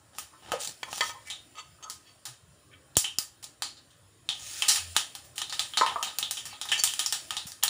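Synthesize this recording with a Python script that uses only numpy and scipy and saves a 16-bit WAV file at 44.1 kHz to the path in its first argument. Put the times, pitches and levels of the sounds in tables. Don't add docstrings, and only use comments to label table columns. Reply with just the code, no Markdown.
import sys
import numpy as np
from scipy import signal
from scipy.fft import rfft, irfft
from scipy.io import wavfile
from scipy.ndimage import uniform_filter1d

SR = 44100
rng = np.random.default_rng(int(sys.argv[2]) if len(sys.argv) > 2 else 0)


def wrap_up_sound(samples):
    columns = np.atleast_2d(samples).T
    tamed = np.clip(columns, -1, 1)
    steps = np.round(tamed * 32767).astype(np.int16)
    wavfile.write(sys.argv[1], SR, steps)


N = 339129

# f/Hz, width/Hz, gain/dB
POT_MODES = [(821, 200, 11.5), (1251, 72, 11.5), (1802, 100, 7), (2240, 173, 0.5), (3040, 260, 5),
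             (3696, 160, 2), (4855, 140, 1), (5550, 59, 4.5), (6940, 140, 4.5), (7300, 190, 6),
             (9350, 1750, 4.5)]
# f/Hz, gain/dB
MIC_RESPONSE = [(60, -18.5), (300, -14.5), (600, -15), (1500, -9), (2200, -9), (6000, -2.5), (10500, -3),
                (12500, -6), (13800, -4.5), (14800, 3), (15400, 8.5), (15650, -47), (17000, -22)]


def amp(db):
    return 10 ** (np.asarray(db) / 20)


def unit_rms(x):
    return x / np.sqrt(np.mean(x ** 2) + 1e-20)


def decay(t, t60_s):
    return np.exp(-np.log(1000) * t / t60_s)


def curve_db(points, hz):
    f, db = np.transpose(points)
    return np.interp(np.log(hz + 1), np.log(f + 1), db)


def peaks_db(peaks, hz):
    return sum(db / (1 + (2 * (hz - f) / width) ** 2) for f, width, db in peaks)


def add(mix, start_s, sound):
    part = mix[round(start_s * SR):][:len(sound)]
    part += sound[:len(part)]


def colour(x, gain_db):
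    size = 4096
    cepstrum = irfft(np.log(amp(gain_db(np.fft.rfftfreq(size, 1 / SR)))))
    cepstrum[1:size // 2] *= 2
    cepstrum[size // 2 + 1:] = 0
    impulse = irfft(np.exp(rfft(cepstrum)))
    return signal.oaconvolve(x, impulse)[:len(x)]


def patchy_noise(spectrum, levels, patch_db, patch_bins, patch_frames):
    frames, hz = N // 256 + 5, np.fft.rfftfreq(1024, 1 / SR)
    real, imag, patches = rng.standard_normal((frames, len(hz), 3)).T
    patches = uniform_filter1d(patches, patch_bins, axis=0)
    patches = unit_rms(uniform_filter1d(patches, patch_frames, axis=1))
    stft = (real + 1j * imag) * amp(curve_db(spectrum, hz)[:, None] + patch_db * patches)
    noise = unit_rms(signal.istft(stft, nperseg=1024, noverlap=768)[1][:N])
    return amp(np.interp(np.arange(N) / SR, *np.transpose(levels))) * noise


def burner():
    spectrum = [(18, -79), (30, -34), (97, 6.5), (171, -12.5), (197, -15.5), (300, -8), (465, -15.5),
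                (595, -9), (876, -19.5), (1040, -14.5), (2000, -20), (2600, -98), (4400, -120)]
    levels = [(0.0, -62), (0.51, -61.5), (4.24, -62), (4.67, -59), (7.69, -60.5)]  # t/s, level/dB
    return patchy_noise(spectrum, levels, patch_db=2.95, patch_bins=3, patch_frames=18)


def sizzle():
    spectrum = [(900, -57), (1300, -4), (1900, -1), (2500, 0), (3800, -1.5), (5300, -1), (6300, -6),
                (7100, 1.5), (8000, -4.5), (9500, 0.5), (10800, -6.5), (12600, -14), (14900, -5),
                (15500, 0), (16000, -48)]
    levels = [(0, -69.5), (.9, -60), (1.5, -66), (2.4, -69), (3, -69), (4.25, -69), (4.6, -43.5),
              (5.35, -65.5), (5.6, -53), (6.6, -60), (6.9, -47), (7.3, -55), (7.69, -64.5)]
    hiss = patchy_noise(spectrum, levels, patch_db=2.5, patch_bins=5, patch_frames=14)
    return colour(hiss, lambda hz: 0.72 * peaks_db(POT_MODES, hz))


def thump(level_db, hz, length_s):
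    t = np.arange(0, length_s, 1 / SR)
    return amp(level_db) * np.sin(2 * np.pi * hz * t) * np.sin(np.pi * t / length_s)


def steel_knock(level_db, centre_hz, spread_oct, t60_factor, contact_s):
    steel_modes = [(520, -4, .14), (630, -7, .12), (904, -5, .16), (946, -7, .2), (1039, -4.5, .16),
                   (1150, -6, .1), (1260, 0, .2), (1500, -9, .1), (1810, -7, .2), (2030, -6, .13),
                   (2293, -4, .12), (2700, -9, .1), (3036, -5, .1), (3280, -3, .13), (4544, -2, .13),
                   (5507, -10, .07), (6100, -9, .05), (6498, -1, .09), (7250, -3, .14), (8489, -10, .05)]

    def excitation_db(hz):
        return np.maximum(-6 * (np.log2(hz / centre_hz + 0.0033) / spread_oct) ** 2, -80)

    t = np.arange(SR // 2) / SR
    excited = [mode for mode in steel_modes if excitation_db(mode[0]) > -50]
    hz, mode_db, t60_s = np.transpose(excited)[:, :, None]
    jitter = rng.standard_normal((len(steel_modes), 70))[:len(hz)]
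    rattle = 1 + 0.75 * unit_rms(signal.resample(jitter, len(t), axis=1))
    envelopes = amp(mode_db + excitation_db(hz)) * rattle * decay(t, t60_s * t60_factor)
    ring = (envelopes * np.sin(2 * np.pi * hz * t)).sum(0)
    tick = colour(rng.standard_normal(len(t)) * decay(t, 0.02), excitation_db)
    direct = unit_rms(ring) + amp(-8) * unit_rms(tick)
    room = rng.standard_normal(SR // 4) * decay(t[:SR // 4], 0.4)
    reverb = signal.fftconvolve(direct * decay(t, 0.27), room / np.linalg.norm(room))[:len(t)]
    contact_samples = round(contact_s * SR) + 3
    force = rng.standard_normal(SR // 4)[:contact_samples] * np.hanning(contact_samples)
    force *= contact_s / 0.012 / np.linalg.norm(force)
    force[0] += 1
    struck = signal.fftconvolve(direct + amp(-8) * reverb, force)[:len(t)]
    low_cut = signal.butter(3, 350, "high", fs=SR, output="sos")
    return amp(level_db) * unit_rms(signal.sosfilt(low_cut, struck))


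def spot_peaks(count, width_hz, sigma_db):
    centres_hz = rng.uniform(1500, 11000, count)
    return [(f, width_hz, db) for f, db in zip(centres_hz, rng.normal(0, sigma_db, count))]


def steam_spurt(swell_s, hold_s, level_db, brightness):
    swell_db, fade_db_per_s, fade_s = 7.5, 320, 0.11
    t = np.arange(0, swell_s + hold_s + fade_s, 1 / SR)
    grains = rng.standard_normal(len(t))
    grains *= amp(3.2 * unit_rms(uniform_filter1d(rng.standard_normal(len(t)), 90)))
    peaks = POT_MODES + spot_peaks(14, width_hz=200, sigma_db=3) + [(13740, 11300, -26)]

    def hiss(db_per_oct):
        tilted = colour(grains, lambda hz: db_per_oct * np.log2(hz / 4000 + 0.049) + peaks_db(peaks, hz))
        return unit_rms(tilted)

    rise = np.minimum(t / swell_s, 1)
    blend = brightness * rise
    steam = (1 - blend) * hiss(-6) + blend * hiss(3)
    envelope_db = swell_db * (rise - 1) - fade_db_per_s * np.maximum(t - swell_s - hold_s, 0)
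    return amp(level_db + envelope_db) * steam * signal.windows.tukey(len(t), 0.05)


def seed_pop(level_db, body_db, ring_hz, ring_db, tail_db):
    bands_hz = [400, 1000, 8000, 14500]
    t = np.arange(SR // 3) / SR
    snap = rng.choice([-1., 1.], len(t)) * (1 - decay(t, 0.001)) * decay(t, 0.006)
    pot_noise, room_noise = rng.standard_normal((2, len(t)))
    echoes = amp(-7) * pot_noise * decay(t, 0.03)
    lows = uniform_filter1d(room_noise, size=3)
    highs = room_noise - lows
    tail = amp(tail_db) * (lows * decay(t, 0.28) + 0.77 * highs * decay(t, 0.2))
    burst = 1.9 * snap + (1 - decay(t, 0.008)) * (echoes + 1.5 * tail)
    top_db = -5 - 0.6 * ring_db
    tilt = np.transpose([bands_hz, [body_db - 5, body_db, 0, top_db]])
    peaks = POT_MODES + spot_peaks(8, width_hz=400, sigma_db=2.5) + [(ring_hz, 1500, ring_db)]

    def shape_db(hz):
        return curve_db(tilt, hz) + peaks_db(peaks, hz)

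    grid_hz = np.fft.rfftfreq(512, 1 / SR)
    mean_db = 10 * np.log10(np.mean(amp(shape_db(grid_hz) + curve_db(MIC_RESPONSE, grid_hz)) ** 2))
    return amp(level_db) * colour(burst, lambda hz: shape_db(hz) - mean_db)


def scene():
    # t/s, level/dB, body over treble/dB, hollow ring f/Hz, ring gain/dB, tail gain/dB
    pops = [(0.1844, -28, 5, 4030, -3.5, -13), (0.519, -20, 25, 2930, 2, -15),
            (0.6739, -26.5, -20, 4220, 18, -27), (0.9292, -27.5, 19, 4330, 0, -20),
            (0.9796, -31, 14, 2600, 2, -18), (1.3008, -28.5, 3.5, 3740, 18.5, -10),
            (1.899, -30, -1, 4700, 4, -13.5), (2.2537, -35, 3, 4820, 3, -6.5),
            (2.9546, -36.5, 9, 3870, 22, -16), (2.9686, -11, -8.5, 4300, 0.5, -14),
            (3.0435, -24.5, 5.5, 3020, 20.5, -10.5), (3.1856, -17, -3.5, 2980, -2.5, -18),
            (3.4275, -44.5, 5, 4200, 1, -4.5), (3.4417, -31.5, -28, 4050, 11, -20.5),
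            (3.6216, -22, 5.5, 4270, 12.5, -13), (3.7684, -53.5, 15, 4170, 18, -4.5),
            (3.905, -59, -7, 3500, 18, -6.5), (4.2898, -19.5, 4.5, 3460, 19.5, -14),
            (4.622, -17, 7.5, 3020, 12.5, -15.5), (4.6828, -22, -7, 4400, 6.5, 1.5),
            (4.7589, -21.5, 2.5, 4370, 7, -11.5), (4.95, -44, 9, 3440, 4, -4),
            (4.9648, -12, 3, 3200, 7.5, -16), (5.1516, -31, 6, 4350, 2, -15.5),
            (5.2419, -54.5, 5, 3100, -6, -1.5), (5.3573, -49, -3, 3260, 1, 0.5),
            (5.3803, -27, 2.5, 3440, 7, -11.5), (5.417, -21, 7, 3650, 16, -18),
            (5.4965, -32, 5, 4220, 14, -12), (5.5253, -30.5, 8.5, 3770, 8.5, -8),
            (5.594, -20, 4, 3600, 11, -13.5), (5.736, -28.5, 14, 3160, 24, -15),
            (5.7726, -19, 11.5, 4060, 13, -8.5), (5.863, -23, 20.5, 3280, 12.5, -10.5),
            (5.9094, -42, 37, 3200, 5, 0), (6.0276, -23, 6.5, 2850, 6, -11),
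            (6.0667, -38, 20.5, 3750, 16, -2.5), (6.1858, -18.5, 2, 3100, -3.5, -17.5),
            (6.2275, -18.5, 9, 3570, 25, -16), (6.31, -20.5, -4.5, 3330, 2, -15.5),
            (6.3704, -34.5, 1.5, 3300, 13, -4.5), (6.4541, -34.5, 5, 3620, 0, -7.5),
            (6.529, -38, 26, 3850, 15.5, -11.5), (6.6141, -27, 4, 3380, 10.5, -12.5),
            (6.6546, -36, 15, 3560, -6, -11), (6.6873, -37, 7, 3560, 17, -1),
            (6.7173, -19.5, 4.5, 2880, 16, -9), (6.837, -12.5, -3, 3750, 1, -13.5),
            (6.8742, -23, -1, 3160, 22, -14.5), (6.937, -27.5, -2, 3500, 8, -16.5),
            (6.993, -19.5, -1.5, 3400, 8, -12), (7.0615, -19.5, -2.5, 5340, 9, -15.5),
            (7.1244, -19, 1.5, 3680, 5, -13), (7.3069, -24, 11.5, 3060, 6.5, -15),
            (7.3676, -24, 6, 3770, 15, -12), (7.4685, -38, 0, 3660, -3, -5.5),
            (7.5192, -35.5, -2, 4750, 7, -15.5), (7.627, -33.5, 10.5, 3250, 17.5, 0.5),
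            (7.6357, -12, 2, 3230, -7.5, -16.5), (7.6802, -20, 3, 3940, 17, -15)]
    # t/s, swell/s, hold/s, level/dB, brightness/0-1
    spurts = [(.13, 0.034, .04, -42.5, 0.4), (0.421, 0.086, 0.021, -34.5, 0.05),
              (0.584, 0.026, 0.037, -31, 1), (0.669, 0.0066, 0.023, -33, 0.55),
              (0.869, 0.076, 0.14, -32.5, 0.71), (1.243, 0.029, .012, -45, 1),
              (4.298, 0.16, .14, -37.5, 0.95), (4.671, 0.023, 0.064, -26.5, 0.97)]
    # t/s, level/dB, centre f/Hz, spread/oct, t60 factor, contact/s
    knocks = [(0.315, -66.5, 1110, .4, 1.5, 0.047), (0.533, -44, 517, 0.33, 1.5, 0.0019),
              (.831, -48, 2930, 1.27, 0.31, 0.0016), (0.867, -59, 1035, 0.17, .9, 0.033),
              (1.008, -36.5, 2400, 1.25, .7, 0.0013), (1.038, -56, 1100, 0.4, 2.3, 0.023),
              (1.096, -55, 2070, 1.15, 0.84, 0.0034), (1.14, -59.5, 967, 0.12, 0.89, 0.029),
              (1.254, -57.5, 2070, 0.24, 1.4, 0.049), (1.55, -56, 1105, 0.29, 1.04, 0.067),
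              (1.555, -54.5, 4120, 0.72, .3, 0.069), (1.786, -56, 1140, 0.26, 1.2, 0.14),
              (1.827, -56.5, 5080, 0.79, 0.47, 0.023), (2.029, -67, 3490, 0.83, 0.87, 0.11),
              (2.715, -66, 2150, 0.52, 1.4, 0.038), (5.812, -31, 1070, 0.68, 1.3, 0.0047),
              (5.832, -54, 1060, 1.1, .75, 0.012), (5.959, -41.5, 944, 0.56, 1.7, 0.0059),
              (6.47, -58.5, 3300, .5, 1.4, 0.091), (6.718, -44.5, 1820, 0.14, 1.1, 0.014),
              (6.72, -45.5, 2800, 0.2, 2, 0.056), (6.779, -40.5, 5770, 0.65, 0.5, 0.033)]
    # t/s, level/dB, f/Hz, length/s
    thumps = [(2.968, -27, 109, 0.011), (2.9689, -8, 313, 0.00079), (3.184, -33, 117, 0.0027),
              (2.27, -50, 125, .07), (4.764, -44, 85.5, 0.22), (7.453, -39, 141, 0.0093)]
    bursts, plain = np.zeros((2, N))
    for mix, source, events in [(bursts, seed_pop, pops), (bursts, steam_spurt, spurts),
                                (plain, steel_knock, knocks), (plain, thump, thumps)]:
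        for start_s, *settings in events:
            add(mix, start_s, source(*settings))
    pot = colour(bursts, lambda hz: curve_db(MIC_RESPONSE, hz)) + sizzle()
    plain += burner()
    wall_modes = [(f, 50, 6) for f in np.arange(2400, 11000, 200) + rng.uniform(0, 200, 43)]
    return (colour(pot, lambda hz: peaks_db(wall_modes, hz)) + plain)[None]


def record(dry):
    low_hz, high_hz, ceiling = 68, 16800, 0.97
    thin = signal.sosfilt(signal.butter(3, low_hz, "high", fs=SR, output="sos"), dry)
    saturated = ceiling * np.tanh(thin / ceiling)
    low_pass = signal.firwin(511, high_hz, window=("kaiser", 9), fs=SR)
    return signal.oaconvolve(saturated, low_pass[None], "same")


dry = scene()
out = record(dry)
wrap_up_sound(out)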